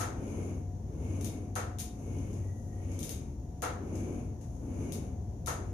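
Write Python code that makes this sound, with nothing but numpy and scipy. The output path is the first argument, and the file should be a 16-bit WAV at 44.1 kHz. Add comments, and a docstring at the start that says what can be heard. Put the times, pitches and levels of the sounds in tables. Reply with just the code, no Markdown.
"""An exercise machine in a small, bare room, facing the left microphone of a stereo pair.
From the start a motor hums somewhere off in the house, over a low rush of air. The frame clacks and a
glideboard sets off down and up its inclined rails, wheels rumbling and hissing with each stroke.
From 1.2 s loose fittings click; from 2.3 s the wheels tick over flaws and, at one turn, whine faintly.
The frame clacks again near 1.6, 3.6 and 5.5 s, the last time during a softer, final stroke."""
import sys
import numpy as np
from scipy import signal
from scipy.fft import rfft, irfft, next_fast_len
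from scipy.io import wavfile

SR = 44100
rng = np.random.default_rng(int(sys.argv[2]) if len(sys.argv) > 2 else 0)


def transcribe(u):
    """Save the signal u as a 16-bit wav file named by the first command-line argument.

    u: samples, shape (n,) or (channels, n), limited to [-1, 1]; the rate is SR.
    q: integer samples, one column per channel.
    """
    v = np.clip(np.atleast_2d(u).T, -1, 1)
    q = np.round(v * 32767).astype(np.int16)
    wavfile.write(sys.argv[1], SR, q)


N = 252693
TIME = np.arange(N) / SR

# The bare room's reverberation. Each row: frequency in Hz, time to fall 60 dB in seconds.
ROOM_T60 = [(200, 1), (1000, 0.61), (3000, 0.39), (7000, 0.37), (14000, 0.22)]
# How alike the room sounds at the two microphones. Each row: frequency in Hz, coherence from 0 to 1.
COHERENCE = [(60, 1), (130, 0.92), (260, 0.95), (520, 0.56), (1000, 0), (14000, 0)]
# The balance of the pair. 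Each row: frequency in Hz, left minus right in dB.
MIC_TILT = [(60, 2.5), (400, 1.75), (1200, 2), (2800, 4), (4500, 1.5), (6500, 9.5), (8000, 14), (9800, 7),
            (12000, 1), (14500, -8.5)]

# Spectra of the room's air and the microphones' hiss. Each row: frequency in Hz, relative level in dB.
AIR_COLOUR = [(22, -36), (34, -29), (48, -7.5), (68, 0), (105, -5.5), (140, -4), (240, -14.5), (400, -21.5),
              (720, -24.5), (1000, -32), (1300, -63.5), (1900, -46), (2600, -81), (5000, -74)]
MIC_HISS_COLOUR = [(1500, -6), (4000, -8), (5100, -9), (5500, -1), (6600, 4), (7400, -10.5), (8400, -19.5),
                   (9500, -8), (12000, -10), (14500, -14.5)]
# The motor's hum, heard from the room. Each row: multiple of the shaft speed, level in dB.
HUM_TONES = [(2, -57.7), (3, -51), (4, -48), (5, -42), (6, -49)]
# The whirr beside it. Each row: frequency in Hz, level in dB.
WHIRR_TONES = [(221, -56), (720, -64)]

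# The board's strokes, down and up in turn. Each row: start in seconds, length in seconds,
# then rumble and hiss at full speed, both in relative dB.
STROKES = [(-0.03, 0.8, -37.5, -58), (0.745, 0.91, -39.5, -59), (1.727, 0.98, -42.5, -62),
           (2.547, 0.93, -43, -60.5), (3.633, 0.83, -38, -59.5), (4.447, 0.85, -39.5, -60),
           (5.37, 0.65, -46, -71)]
# Spectra of the board's rumble and the rails' hiss. Each row: frequency in Hz, relative level in dB.
RUMBLE_COLOUR = [(40, -24), (110, -4.5), (170, -4.5), (260, 1.5), (400, -6), (520, -10.5), (750, -21.5),
                 (1100, -26), (1600, -34.5), (2100, -39.5), (4000, -61.5)]
RAIL_HISS_COLOUR = [(1000, -14), (2030, -11), (2180, -0.5), (2450, -2), (2900, 0), (3600, -10.5),
                    (4700, -11), (5600, -5.5), (6300, 6), (6900, -1.5), (8200, -16.5), (9700, -5.5),
                    (11000, -6.5), (14500, -17.5)]
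# Resonances heard in the rails' hiss; the bright peak near 6.5 kHz is the left microphone's.
# Each row: frequency in Hz, bandwidth in Hz, relative level in dB.
HISS_PEAKS = [(2200, 66, -5.5), (2384, 250, -9), (6700, 490, -15), (9600, 390, -10)]
# Wheels scuffing slowly near a turn. Each row: start in seconds, length in seconds, level in dB.
SCUFFS = [(1.88, 0.26, -73), (2.35, 0.49, -70), (4.418, 0.28, -70.5)]

# The frame's clacks. Each row: start in seconds, knock and metal snap in relative dB,
# the snap's lead on the knock in seconds.
CLACKS = [(0.0005, -35, -33, 0), (1.557, -35, -34, .0025), (3.6240, -32.8, -34, .003),
          (5.4725, -35, -31.5, .001)]
# Spectra of the snap and the knock. Each row: frequency in Hz, relative level in dB.
SNAP_COLOUR = [(1000, -53), (2500, -16), (4800, -7), (5700, -4.5), (6500, 4.5), (7100, -5.5), (7600, -9),
               (8500, -11.5), (9200, -1.5), (10500, -5.5), (12500, -5.5), (14500, -19)]
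KNOCK_COLOUR = [(150, -29.5), (300, 1.5), (490, -2), (580, -3), (720, 0.5), (1100, -2.5), (1320, -2),
                (1480, -3.5), (1850, -7), (2000, -10), (2200, -8.5), (2500, -15), (4000, -17.5),
                (8000, -44)]
# The frame's ring. Each row: frequency in Hz, relative level in dB, time to fall 60 dB in seconds.
FRAME_MODES = [(497, -4, .45), (700, -10, .3), (738, -10, .3), (913, -12, .3), (1257, -13, .35),
               (1297, -2, .38), (1339, -9, .35), (1366, -4, .38), (1515, -15, .35), (1685, -17, .3),
               (1805, -14, .37), (1922, -16, .37), (2712, -17, .38)]

# The fittings' clicks. Each row: start in seconds, relative level in dB, chatter time in seconds.
CLICKS = [(1.21, -45.5, 0.0048), (1.2449, -37.5, 0.005), (1.7866, -33, 0.00094), (2.9905, -40.5, 0.0038),
          (3.0297, -37, 0.0034), (3.0927, -36, 0.0039), (4.922, -38.5, 0.0036), (5.4608, -38.5, 0.0049)]
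# A click's spectrum. Each row: frequency in Hz, relative level in dB.
CLICK_COLOUR = [(500, -20), (1600, -12.5), (2200, -7.5), (3200, -5), (4400, -5.5), (5500, -2), (6500, 2.5),
                (7500, -7), (8500, -12.5), (9200, -8), (10500, -2), (12500, -3), (14500, -5.5)]
# Resonances heard in the clicks; the peak near 6.5 kHz is again the left microphone's.
# Each row: frequency in Hz, bandwidth in Hz, relative level in dB.
CLICK_PEAKS = [(3724, 39, -18), (6460, 88, -15.5), (9310, 440, -8), (13600, 460, -31)]

# Wheels meeting flaws in the rail. Each row: start in seconds, relative level in dB.
RAIL_TICKS = [(2.3306, -57.5), (2.916, -56), (3.5742, -73), (3.9534, -53), (4.4112, -59.5)]
# A tick's spectrum. Each row: frequency in Hz, relative level in dB.
TICK_COLOUR = [(1500, -6.5), (4500, -11.5), (5600, -4), (6500, 3.5), (8200, -15), (9700, -5), (12000, -9),
               (14500, -22)]
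# A wheel's whines. Each row: start in seconds, length in seconds, pitch in Hz, relative level in dB.
WHINES = [(2.35, 0.34, 1934, -70), (2.64, 0.32, 1900, -70)]


def amp(db):
    """Decibels to gain."""
    return 10 ** (np.asarray(db) / 20)


def unit(x):
    """Scales to rms 1."""
    return x / np.sqrt(np.mean(x ** 2) + 1e-20)


def read(points, hz):
    """Reads a table on a log-frequency axis."""
    table_hz, value = np.transpose(points)
    return np.interp(np.log(hz + 1), np.log(table_hz + 1), value)


def add(mix, start, sound):
    """Mixes a stereo sound in at a start in seconds."""
    part = mix[:, max(round(start * SR), 0):][:, :sound.shape[1]]
    part += sound[:, :part.shape[1]]


def drift(rate_hz):
    """Smooth random motion of rms 1."""
    size = next_fast_len(N)
    hz = np.fft.rfftfreq(size, 1 / SR)
    spectrum = rfft(rng.standard_normal(size)) * np.exp(-(hz / rate_hz) ** 2)
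    return unit(irfft(spectrum, size)[:N])


def arch(start, length):
    """One movement: from rest up to 1 and back to rest."""
    return np.sin(np.pi * np.clip((TIME - start) / length, 0, 1))


def tone(hz, waver=0.38, wander_rad=0.37):
    """A sine of rms near 1 that wavers in level and phase."""
    level = np.sqrt(2) * (1 + waver * drift(3.4))
    return level * np.sin(2 * np.pi * (hz * TIME + rng.random()) + wander_rad * drift(3.6))


def resonate(x, hz, width_hz):
    """One resonance, scaled to rms 1."""
    return unit(signal.lfilter(*signal.iirpeak(hz, hz / width_hz, fs=SR), x))


def colour(x, spectrum, size=4096):
    """Minimum-phase filter of energy 1 with the given spectrum."""
    log_gain = np.log(amp(read(spectrum, abs(np.fft.fftfreq(size, 1 / SR)))))
    response = np.exp(np.conj(signal.hilbert(log_gain)))
    taps = np.fft.ifft(response).real[:size // 2]
    return signal.oaconvolve(x, taps[None] / np.linalg.norm(taps), axes=1)[:, :x.shape[1]]


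def diffuse_noise(size):
    """Noise reaching the pair from all sides: alike in the bass, unrelated in the treble."""
    left, other = rfft(rng.standard_normal((2, size)))
    coherence = read(COHERENCE, np.fft.rfftfreq(size, 1 / SR))
    right = coherence * left + np.sqrt(1 - coherence ** 2) * other
    return irfft(np.array([left, right]), size)


def room(hold_s, rise_s, size=30000):
    """Dense reflections off bare walls build up, hold briefly and die band by band."""
    hz, t, bands = signal.stft(diffuse_noise(size), SR, nperseg=256)
    fade = amp(-60 * np.maximum(t - hold_s, 0) / read(ROOM_T60, hz)[:, None])
    tail = signal.istft(bands * fade, SR, nperseg=256)[1][:, :size]
    return tail * (1 - np.exp(-np.arange(size) / SR / rise_s))


def strike(chatter_s, spectrum, direct_db, hold_s, rise_s):
    """A short chatter of contact, heard direct and off the walls, in the given colour."""
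    tail = room(hold_s, rise_s)
    t = np.arange(tail.shape[1]) / SR
    chatter = rng.standard_normal(len(t)) * np.exp(-(t / chatter_s) ** 2)
    facing = np.array([[1], [.2]])  # the machine faces the left microphone
    return colour(tail + amp(direct_db) * facing * chatter, spectrum)


def room_tone(air_db=-44, hiss_db=-69.5, swell_db=1):
    """The low, uneven rush of moving air and the microphones' own hiss."""
    air = unit(colour(diffuse_noise(N), AIR_COLOUR, size=16384))
    hiss = unit(colour(rng.standard_normal((2, N)), MIC_HISS_COLOUR))
    return amp(air_db + swell_db * drift(1.5)) * air + amp(hiss_db) * hiss


def motor(shaft_hz=18.87, sag_at_s=3.44, sag_width_s=0.39, sag_db=-7.5):
    """Off in the house, a motor whirrs faintly and hums at multiples of its shaft speed."""
    dip_db = sag_db * np.exp(-((TIME - sag_at_s) / sag_width_s) ** 2)
    loudest_db = max(db for _, db in HUM_TONES)  # only the strongest tone dips
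    hum = sum(amp(db + dip_db * (db == loudest_db)) * tone(order * shaft_hz) for order, db in HUM_TONES)
    whirr = sum(amp(db) * tone(hz) for hz, db in WHIRR_TONES)
    return hum + whirr


def board_rumble(gain_db=-1, judder_db=0.47, split_hz=300, brighten=0.1, usual_db=-41, rest_db=-51):
    """The wheels shake the board; the faster it rolls, the louder and brighter the rumble."""
    rolling = sum(amp(db) * arch(start, length) ** 1.74 for start, length, db, _ in STROKES)
    drive_db = 20 * np.log10(np.hypot(rolling, amp(rest_db)))
    shake = unit(colour(diffuse_noise(N), RUMBLE_COLOUR))
    low = signal.sosfiltfilt(signal.butter(2, split_hz, fs=SR, output="sos"), shake)
    high = (shake - low) * amp(brighten * (drive_db - usual_db))
    return (low + high) * amp(drive_db + gain_db + judder_db * drift(25))


def rail_hiss(gain_db=1, sing_db=-1, grit_db=3, bumps_per_s=2500, sing_lag_s=0.021, scuff_hz=5200):
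    """Tiny bumps under the wheels make the hollow rails hiss; resonances follow. Scuffs are thin hiss."""
    # the hiss grows almost with the cube of the board's speed
    rolling = sum(amp(db) * arch(start, length) ** 2.96 for start, length, _, db in STROKES)
    rolling_late = np.interp(TIME - sing_lag_s, TIME, rolling)
    scuffing = sum(amp(db) * arch(start, length) for start, length, db in SCUFFS)
    bumps = (rng.random(N) < bumps_per_s / SR) * rng.standard_normal(N)
    bumps *= amp(grit_db * np.minimum(rng.exponential(1, N), 4))  # a few stand out as grit
    reflected = signal.oaconvolve(room(hold_s=0.0068, rise_s=0.00093), bumps[None], axes=1)[:, :N]
    hiss = unit(colour(reflected, RAIL_HISS_COLOUR))
    sing = sum(amp(db + sing_db) * resonate(hiss, hz, width) for hz, width, db in HISS_PEAKS)
    roll = (hiss * rolling + sing * rolling_late) / np.std(hiss + sing)
    scuff = signal.sosfilt(signal.butter(2, scuff_hz, "high", fs=SR, output="sos"), hiss)
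    return amp(gain_db) * roll + unit(scuff) * scuffing


def frame_clacks(snap_gain_db=-7, knock_gain_db=-4, ring_gain_db=-0.5, ring_rise_s=0.003):
    """Metal snaps on metal; the frame takes a dull knock, and its ringing builds up in the room."""
    out = np.zeros((2, N))
    t = np.arange(SR) / SR
    for start, knock_db, snap_db, lead_s in CLACKS:
        snap = strike(0.0011, SNAP_COLOUR, direct_db=8, hold_s=0.0061, rise_s=0.0035)
        knock = strike(0.0022, KNOCK_COLOUR, direct_db=1, hold_s=0.035, rise_s=0.0022)
        add(out, start - lead_s, amp(snap_db + snap_gain_db) * snap)
        add(out, start, amp(knock_db + knock_gain_db) * knock)
        swell = amp(knock_db + ring_gain_db) * (1 - np.exp(-t / ring_rise_s))
        for hz, mode_db, t60 in FRAME_MODES:
            # each mode reaches the two microphones a quarter cycle apart
            cycles = hz * t + rng.random() + rng.choice([-1, 1]) * np.array([[0], [1 / 4]])
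            add(out, start, swell * amp(mode_db - 60 * t / t60) * np.sin(2 * np.pi * cycles))
    return out


def fitting_clicks(gain_db=-7):
    """Loose metal fittings snap over as the load shifts; a brief ring is heard in each click."""
    out = np.zeros((2, N))
    for start, db, chatter_s in CLICKS:
        snap = strike(chatter_s, CLICK_COLOUR, direct_db=8, hold_s=0.019, rise_s=0.004)
        ring = sum(amp(peak_db) * resonate(snap, hz, width) for hz, width, peak_db in CLICK_PEAKS)
        click = np.std(snap) * unit(unit(snap) + ring)  # as strong as the snap alone
        add(out, start, amp(db + gain_db) * click)
    return out


def rail_ticks(gain_db=-4):
    """A wheel ticks as it crosses a flaw in the rail."""
    out = np.zeros((2, N))
    for start, db in RAIL_TICKS:
        tick = strike(0.0051, TICK_COLOUR, direct_db=4.5, hold_s=0.03, rise_s=0.0022)
        add(out, start, amp(db + gain_db) * tick)
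    return out


def wheel_whine(width_hz=75):
    """A wheel sings faintly and roughly as it slows into one turn and as it sets off again."""
    out = np.zeros((2, N))
    for start, length, hz, db in WHINES:
        phase = 2 * np.pi * hz * TIME
        for channel in out:
            narrow_noise = drift(width_hz) * np.cos(phase) + drift(width_hz) * np.sin(phase)
            channel += amp(db) * arch(start, length) * narrow_noise
    return out


def scene():
    """The machine at work in the room, over the hum of the house."""
    impacts = fitting_clicks() + rail_ticks() + frame_clacks()
    wheels = board_rumble() + rail_hiss() + wheel_whine()
    return impacts + wheels + motor() + room_tone()


def record(dry):
    """The stereo pair: the left microphone is the brighter one, and both cut off near 14.6 kHz."""
    tilt_db = read(MIC_TILT, np.fft.rfftfreq(N, 1 / SR))
    mic_gains = amp(np.array([tilt_db, -tilt_db]) / 2)
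    heard = irfft(rfft(dry) * mic_gains, N)
    lowpass = signal.firwin(511, 14620, window=("kaiser", 9), fs=SR)
    return signal.oaconvolve(heard, lowpass[None], "same")


dry = scene()
out = record(dry)
transcribe(out)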